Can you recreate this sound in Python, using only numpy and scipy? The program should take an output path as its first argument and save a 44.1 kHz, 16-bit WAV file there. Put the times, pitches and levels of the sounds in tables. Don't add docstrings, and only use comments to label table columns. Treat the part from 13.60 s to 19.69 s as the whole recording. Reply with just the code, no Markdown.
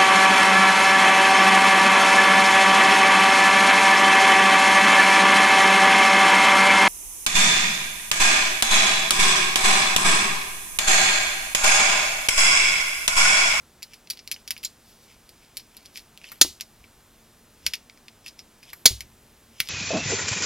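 import sys
import numpy as np
from scipy import signal
from scipy.fft import rfft, irfft, next_fast_len
from scipy.io import wavfile

SR = 44100
rng = np.random.default_rng(int(sys.argv[2]) if len(sys.argv) > 2 else 0)


def dump(signal):
    limited = np.clip(np.atleast_2d(signal).T, -1, 1)
    pcm = np.round(limited * 32767).astype(np.int16)
    wavfile.write(sys.argv[1], SR, pcm)


N = 268657
TIME = np.arange(N) / SR
AGE = TIME[:SR // 2]

# start_s, level_db, low_mid_db, treble_db, rattle_db, resonance_hz
CASE_KNOCKS = [(0.2233, -41, 5, 1, 2, 4900), (0.2291, -35.5, -1, 3.5, 1, 4570),
               (0.3348, -43, 2.5, 0, 3, 2230), (0.4732, -43.5, 3, -13, -11, 4320),
               (0.501, -25, -2.5, 3, 3, 4630), (0.5349, -43, -4, -4, -14, 5070),
               (0.5736, -43, -2, -3, -5, 4410), (0.5916, -40.5, -1, -17, -0.5, 4900),
               (0.676, -33, 0, 0.5, -7, 4630), (0.715, -23, -2, 3.5, 0, 2140),
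               (0.7425, -38, -15, -16, -6, 5030), (0.7632, -40, 9, -14, -12, 2850),
               (0.8776, -31.5, -4, -1, -1.5, 4600), (0.9072, -22, 1, 3.5, -2, 2290),
               (0.9656, -40, 13, -2, -5, 2740), (0.9787, -40.5, 5, 5, -4, 4960),
               (1.031, -42.5, 0, 4, 8, 4070), (1.0377, -34.5, 4.5, 4, 0, 6030),
               (1.0519, -26.5, -5.5, -2, 0, 6900), (1.6921, -46, 5, 5.5, -2, 4800),
               (1.9701, -28.5, -3, 6, -0.5, 4340), (1.997, -42.5, -2, -3, 1.5, 4770),
               (2.1484, -49, 11, -1, -20, 2330), (2.1685, -39, -9, 5, -3, 4200),
               (2.2588, -40, -8, 0.5, -6, 5160), (2.3584, -39.5, 2, -8, -6, 2420),
               (2.5756, -41, 0.5, -2, -11, 2730), (2.6155, -48.5, 10, -6, -7, 2950),
               (2.6421, -37.5, 16, -13, -2, 2720), (3.0007, -43.5, 5, -10, -4, 3420),
               (3.0094, -27.5, -0.5, 0.5, -2.5, 6440), (3.2415, -49.5, 13, -3.5, -3.5, 2230),
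               (4.1361, -24.5, 1.5, -5, -4, 3070), (4.1383, -24.5, 2.5, -3.5, -4, 5210),
               (4.1545, -36, -7, 1, -8, 4930), (4.298, -40, 9, -7.5, -15, 3280),
               (4.375, -47, 11.5, -9.5, -21, 2430), (4.483, -38.5, 2.5, -9.5, -10.5, 3400),
               (4.6625, -36, 9, 4, -6, 2670), (4.682, -40, -3, -1.5, 1.5, 5020),
               (4.792, -39.5, -2.5, -7, -2, 5350), (5.0297, -46, 6, -2, 1.5, 4900),
               (5.407, -29.5, 0.5, -1, -4, 2300), (6.058, -35.5, -15, -16, -14, 5120),
               (6.0742, -39, 0, -3, -8, 5040), (6.0884, -29.5, -2, -1, 0, 3420)]
# start_s, gain_db
HOOD_TOUCHES = [(0.23, -4), (1.048, 14)]
# peak_s, level_db, length_s, rasp_hz
FINGER_RUBS = [(0.322, -56.5, 0.18, 2400), (0.56, -60, 0.13, 4900), (0.78, -60, .2, 4300),
               (0.91, -32.5, 0.013, 2940), (1.0, -58, 0.21, 5000), (1.505, -54, 0.14, 2300),
               (1.83, -59.5, .3, 2350), (1.99, -54, 0.078, 4800), (2.18, -60.5, 0.47, 2380),
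               (2.26, -53, 0.043, 5000), (2.376, -39, 0.053, 5000), (2.673, -50, 0.22, 2935),
               (3.22, -69.5, .5, 2245), (4.674, -42, .075, 4906), (4.796, -52.5, .065, 5240),
               (5.035, -58, .06, 2400), (5.092, -49.5, .14, 3410), (6.085, -47, .14, 3400)]
# peak_s, level_db, length_s
CORD_PINCHES = [(1.3, -56, .36), (1.44, -57.5, 0.12), (1.69, -63, .3), (1.975, -51, 0.076),
                (2.37, -44.5, 0.11)]
# start_s, spit_db, spit_t60_s, surge_db, surge_t60_s
VALVE_OPENINGS = [(2.7165, -32.5, .06, -46.5, .18), (5.1312, -28, 0.032, -56.5, .7)]
# start_s, level_db, t60_s, mode_hz, mode_db
HAMMER_STRIKES = [(2.8133, 5, 0.036, 6320, -11), (5.2565, 6.5, 0.038, 2230, -16.5)]
# start_s, level_db, brightness_hz
IGNITION_POPS = [(2.8489, -21, 600), (2.855, -29.5, 600), (2.8636, -30, 900), (5.306, -35.5, 451),
                 (5.3152, -33.5, 500)]
# start_s, level_db, pitch_hz, t60_s
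FLAME_FLUTTER = [(2.846, -51.5, 69.6, 0.44), (5.306, -31.5, 60, 0.4), (5.308, -33.5, 101, 0.3)]
# peak_s, level_db, length_s
FLAME_GUSTS = [(2.89, -56, .25), (3.22, -57.5, .25), (4.068, -43.5, .085), (5.318, -45.5, .08),
               (5.455, -53, .2), (6.015, -52, 0.077)]
# start_s, level_db, low_mid_db, treble_db, rattle_db
LEVER_RETURNS = [(4.0653, -14.5, 0.5, -2, -3.5), (6.0029, -11, 1, -1.5, -9.5)]

# pitch_hz, rms_db
HUM_TONES = [(225, -72), (54.2, -80)]
# pitch_hz, level_db, t60_s
METAL_HOOD_MODES = [(4120, -40, .075), (4950, -42, .04), (6950, -43, .045), (7150, -35, .022),
                    (7450, -36, .02), (11900, -44, .025)]
# pitch_hz, level_db, t60_s
BODY_MODES = [(2200, -5, .06), (2480, -5, .025), (3245, -5, .06), (3420, -5, .06), (4140, -1, .06),
              (4298, 1, .05), (4550, -3, .05), (5110, -4, .05), (5400, -2, .06), (5650, -4, .06),
              (6195, -3, .05), (6740, -4, .06), (9600, -7, .05), (9850, -7, .05), (11600, -8, .05)]
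# pitch_hz, level_db, t60_s
POP_MODES = [(268, -16.5, 0.067), (315, -21, .12), (368, -19.5, 0.14)]
# pitch_hz, level_db, t60_s
DAMPED_LEVER_MODES = [(1550, -8, .02), (2300, -3, .025), (2520, 0, .03), (3350, -4, .025), (4300, -1, .035),
                      (5200, -2, .03), (5450, -1, .03), (9750, -7, .035), (10050, -10, .03)]
# pitch_hz, level_db, t60_s
JOLT_MODES = [(150, -27, .04), (326, -36, 0.035)]

# frequency_hz, density_db
HUSH_SPECTRUM = [(12, -30), (20, -2.5), (107, -6.5), (198, -9), (228, -5), (255, -10), (434, -11.5),
                 (513, -14.5), (574, -14.5), (897, -15.5), (976, -16), (1120, -16.5), (2260, -20),
                 (12400, -23.5), (16000, -25.5)]
# frequency_hz, density_db
CASE_SPECTRUM = [(100, -22.5), (600, -26.5), (1200, -22.5), (1700, -12.5), (2300, -2.5), (3200, -5),
                 (4300, -4), (5300, 0), (6500, -8.5), (8500, -13.5), (11500, -5), (14000, -10),
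                 (16000, -16)]
# frequency_hz, density_db
SKIN_SPECTRUM = [(100, -23), (1200, -21.5), (2300, -1.5), (3300, -0.5), (4200, -10), (5200, 1),
                 (6500, -7.5), (8500, -11.5), (12000, -10), (16000, -21)]
# frequency_hz, density_db
FIBRE_SPECTRUM = [(100, -18), (1500, -14), (2400, -1), (5000, 6), (8000, -3), (12000, 3), (16000, -3)]
# frequency_hz, density_db
SPIT_SPECTRUM = [(100, -13), (700, -10.5), (1200, 1.5), (2300, 0.5), (3300, -11.5), (4800, -5), (6500, -11),
                 (9500, -10), (12300, 3), (14000, -2.5), (16000, -13.5)]
# frequency_hz, density_db
JET_SPECTRUM = [(100, -40.5), (6000, -28), (10500, -16.5), (12400, -3), (13500, -10.5), (16000, -22)]
# frequency_hz, density_db
HAMMER_SPECTRUM = [(40, -23.5), (190, -23), (400, -15), (750, -27.5), (1100, -21.5), (1800, -14.5),
                   (2300, -9), (2900, -10), (3400, -3.5), (4300, 2.5), (5300, -2.5), (6700, 0.5),
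                   (7800, -12.5), (9800, -4), (12000, -6.5), (16000, -12)]
# frequency_hz, t60_s
ROOM_DECAY = [(150, 0.34), (1000, 0.067), (2500, .26), (5000, 0.26), (9000, .28), (15000, .22)]


def from_db(db):
    return 10 ** (np.asarray(db) / 20)


def unit(x):
    return x / np.sqrt(np.mean(x ** 2) + 1e-20)


def at_hz(points, hz):
    frequencies, values = np.transpose(points)
    return np.interp(np.log(hz + 1), np.log(frequencies), values)


def coloured(x, spectrum, low_db=0, treble_db=0, peak_hz=1000, peak_db=0):
    size = 2 * next_fast_len(len(x))
    hz = np.arange(size // 2 + 1) * SR / size
    shelves = [(2600, low_db), (3800, 0), (6300, 0), (8800, treble_db)]
    peak = peak_db / (1 + ((hz / peak_hz - 1) / .11) ** 2)
    magnitude = unit(from_db(at_hz(spectrum, hz) + at_hz(shelves, hz) + peak))
    cepstrum = irfft(np.log(magnitude))
    cepstrum[1:size // 2] *= 2
    cepstrum[size // 2 + 1:] = 0
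    return irfft(rfft(x, size) * np.exp(rfft(cepstrum)))[:len(x)]


def add(out, start_s, sound):
    i = max(round(start_s * SR), 0)
    out[i:i + len(sound)] += sound[:max(N - i, 0)]


def burst(t60, grain_db=0):
    fade = from_db(-60 * AGE / t60)
    impacts = rng.standard_normal(len(AGE)) * from_db(grain_db * rng.standard_normal(len(AGE))) * fade
    flattened = irfft(np.exp(1j * np.angle(rfft(impacts))), len(AGE))
    x = flattened * fade ** (1 / 4)
    return x / np.sqrt(np.sum(x ** 2))


def ringing(modes):
    out = np.zeros(len(AGE))
    for hz, db, t60 in modes:
        envelope = from_db(db + 1.5 * rng.standard_normal() - 60 * AGE / t60)
        out += envelope * rng.choice([-1, 1]) * np.sin(2 * np.pi * hz * AGE)
    return out


def contact(rattle_db, rattle_t60, chatter=.8, chatter_t60=.008):
    touch = chatter * burst(chatter_t60, grain_db=8)
    touch[0] += 1
    rattle = from_db(rattle_db) * burst(rattle_t60, grain_db=4) * (1 - np.exp(-AGE / .0015))
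    span = .003 * SR
    return (touch / np.sqrt(1 + chatter ** 2) + rattle) * np.sqrt(span)


def stroke(t, peak_s, db, length_s, swell_share=.43, edge_db=20.5):
    distance = np.maximum((peak_s - t) / swell_share, (t - peak_s) / (1 - swell_share)) / length_s
    return from_db(db - edge_db * np.minimum(distance, 10))


def strokes(rows):
    return sum(stroke(TIME, peak_s, db, length_s) for peak_s, db, length_s, *_ in rows)


def background(hush_db=-56):
    hum = sum(from_db(db) * np.sqrt(2) * np.sin(2 * np.pi * hz * TIME) for hz, db in HUM_TONES)
    return from_db(hush_db) * unit(coloured(rng.standard_normal(N), HUSH_SPECTRUM)) + hum


def case_ticks(gain_db=1, rattle_t60=.056, resonance_db=6, rebound_s=.0058, rebound_db=-6):
    out = np.zeros(N)
    for start_s, db, low_db, treble_db, rattle_db, hz in CASE_KNOCKS:
        tick = coloured(contact(rattle_db, rattle_t60), CASE_SPECTRUM,
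                        low_db, treble_db, peak_hz=hz, peak_db=resonance_db)
        rebound = coloured(contact(rattle_db, rattle_t60), CASE_SPECTRUM,
                           low_db - 2.5, treble_db, peak_hz=4650, peak_db=resonance_db)
        add(out, start_s, from_db(db + gain_db) * tick)
        add(out, start_s + rebound_s, from_db(db + rattle_db + rebound_db) * rebound)
    return out


def hood_rings():
    out = np.zeros(N)
    for start_s, db in HOOD_TOUCHES:
        add(out, start_s, from_db(db) * ringing(METAL_HOOD_MODES))
    return out


def rubbing(slips_per_s=2500, smooth=.62, thumb_db=-51, thumb_s=.22, skid_db=-18, skid_s=.011):
    slips = (rng.random(N) < slips_per_s / SR) * rng.standard_normal(N)
    friction = unit(unit(slips) + smooth * rng.standard_normal(N))
    pressure = strokes([(return_s, thumb_db, thumb_s) for return_s, *_ in LEVER_RETURNS])
    for start_s, db, *_ in [*CASE_KNOCKS, *LEVER_RETURNS]:
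        add(pressure, start_s - skid_s, stroke(AGE, skid_s, db + skid_db, skid_s))
    out = pressure * coloured(friction, SKIN_SPECTRUM)
    for peak_s, db, length_s, rasp_hz in FINGER_RUBS:
        near = np.abs(TIME - peak_s) < length_s
        rasp = coloured(friction[near], SKIN_SPECTRUM, peak_hz=rasp_hz, peak_db=6)
        out[near] += stroke(TIME[near], peak_s, db, length_s) * rasp
    return out


def snags(snags_per_s=14, over_rub_db=6.5):
    catches = (rng.random(N) < snags_per_s / SR) * strokes(FINGER_RUBS)
    tick = coloured(contact(rattle_db=-7, rattle_t60=.04), CASE_SPECTRUM, peak_hz=4500, peak_db=5)
    return from_db(over_rub_db) * signal.fftconvolve(catches, tick)[:N]


def cord_rustle():
    return strokes(CORD_PINCHES) * coloured(rng.standard_normal(N), FIBRE_SPECTRUM)


def gas(spit_rise_s=.00093, jet_db=-70, jet_rise_s=.012, close_t60=.1):
    spits, flow = np.zeros(N), np.zeros(N)
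    for (open_s, db, t60, surge_db, surge_t60), (shut_s, *_) in zip(VALVE_OPENINGS, LEVER_RETURNS):
        envelope = from_db(db - 60 * AGE / t60) * (1 - np.exp(-AGE / spit_rise_s))
        add(spits, open_s, coloured(envelope * rng.standard_normal(len(AGE)), SPIT_SPECTRUM))
        since_open, since_shut = np.maximum(TIME - open_s, 0), np.maximum(TIME - shut_s, 0)
        opening = (1 - np.exp(-since_open / jet_rise_s)) * from_db(-60 * since_shut / close_t60)
        surge = from_db(surge_db - 60 * since_open / surge_t60)
        flow += opening * (from_db(jet_db) + surge)
    return spits + flow * coloured(rng.standard_normal(N), JET_SPECTRUM)


def igniter(slide_db=-36, rise_s=.00031, ring_db=-24, afterring_db=-48.5, afterring_t60=.21):
    out = np.zeros(N)
    recoil = (320, -15, .013)
    metal_modes = [(hz, db, afterring_t60) for hz, db, _ in BODY_MODES]
    attack = 1 - np.exp(-AGE / rise_s)
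    for start_s, db, t60, mode_hz, mode_db in HAMMER_STRIKES:
        slide = contact(rattle_db=-9, rattle_t60=.02, chatter=3, chatter_t60=.036)
        add(out, start_s - .002, from_db(slide_db) * coloured(slide, CASE_SPECTRUM))
        chatter = burst(t60) * np.sqrt(t60 * SR / np.log(1e6))
        body = from_db(ring_db) * ringing(BODY_MODES) + ringing([(mode_hz, mode_db, t60), recoil])
        body += from_db(afterring_db) * ringing(metal_modes)
        add(out, start_s, from_db(db) * (coloured(chatter, HAMMER_SPECTRUM) + body) * attack)
    return out


def flame(rumble_hz=(25, 110)):
    rumble_band = signal.butter(2, rumble_hz, "band", fs=SR, output="sos")
    out = strokes(FLAME_GUSTS) * unit(signal.sosfilt(rumble_band, rng.standard_normal(N)))
    for start_s, db, brightness_hz in IGNITION_POPS:
        swell = 2 * np.pi * brightness_hz * AGE
        pop = swell * (1 - swell / 3) * np.exp(1 - swell)
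        add(out, start_s, from_db(db) * (pop + ringing(POP_MODES)))
    for start_s, db, hz, t60 in FLAME_FLUTTER:
        add(out, start_s, from_db(db - 60 * AGE / t60) * np.sin(2 * np.pi * hz * AGE))
    return out


def lever(ring_db=-14):
    out = np.zeros(N)
    for start_s, db, low_db, treble_db, rattle_db in LEVER_RETURNS:
        click = coloured(contact(rattle_db, rattle_t60=.052), CASE_SPECTRUM, low_db, treble_db)
        ring = from_db(ring_db) * ringing(DAMPED_LEVER_MODES)
        add(out, start_s, from_db(db) * (click + ring + ringing(JOLT_MODES)))
    return out


def room(x, delay_s=.0025, early_db=-12, early_t60=.072, tail_db=-20):
    out = from_db(early_db) * signal.fftconvolve(x, burst(early_t60, grain_db=7))[:N]
    edges_hz = [150, 450, 1000, 1900, 2800, 3800, 4800, 5900, 7100, 9200, 12500, 16000]
    white = rng.standard_normal((2, N))
    for k, (low, high) in enumerate(zip(edges_hz, edges_hz[1:])):
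        band = signal.butter(2, [low, high], "band", fs=SR, output="sos")
        t60 = at_hz(ROOM_DECAY, np.sqrt(low * high))
        retained = from_db(-60 / (t60 * SR)) ** 2
        energy = signal.lfilter([1 - retained], [1, -retained], signal.sosfilt(band, x) ** 2)
        out += from_db(tail_db) * np.sqrt(energy) * unit(signal.sosfilt(band, white[k % 2]))
    return np.r_[np.zeros(round(delay_s * SR)), out][:N]


def scene():
    impacts = case_ticks() + hood_rings() + lever() + igniter()
    direct = impacts + gas() + rubbing() + cord_rustle() + snags()
    sound = direct + room(direct) + flame() + background()
    return np.array([sound, sound])


def record(dry, ceiling=.92, hiss_db=-84.5, cutoff_hz=15900):
    left, right = dry / (1 + np.abs(dry / ceiling) ** 6) ** (1 / 6)
    hiss = from_db(hiss_db) * coloured(rng.standard_normal(N), HUSH_SPECTRUM)
    pair = np.array([np.r_[0, left[:-1]] + hiss, right - hiss])
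    lowpass = signal.ellip(10, .2, 80, cutoff_hz, fs=SR, output="sos")
    return signal.sosfilt(lowpass, pair)


dry = scene()
out = record(dry)
dump(out)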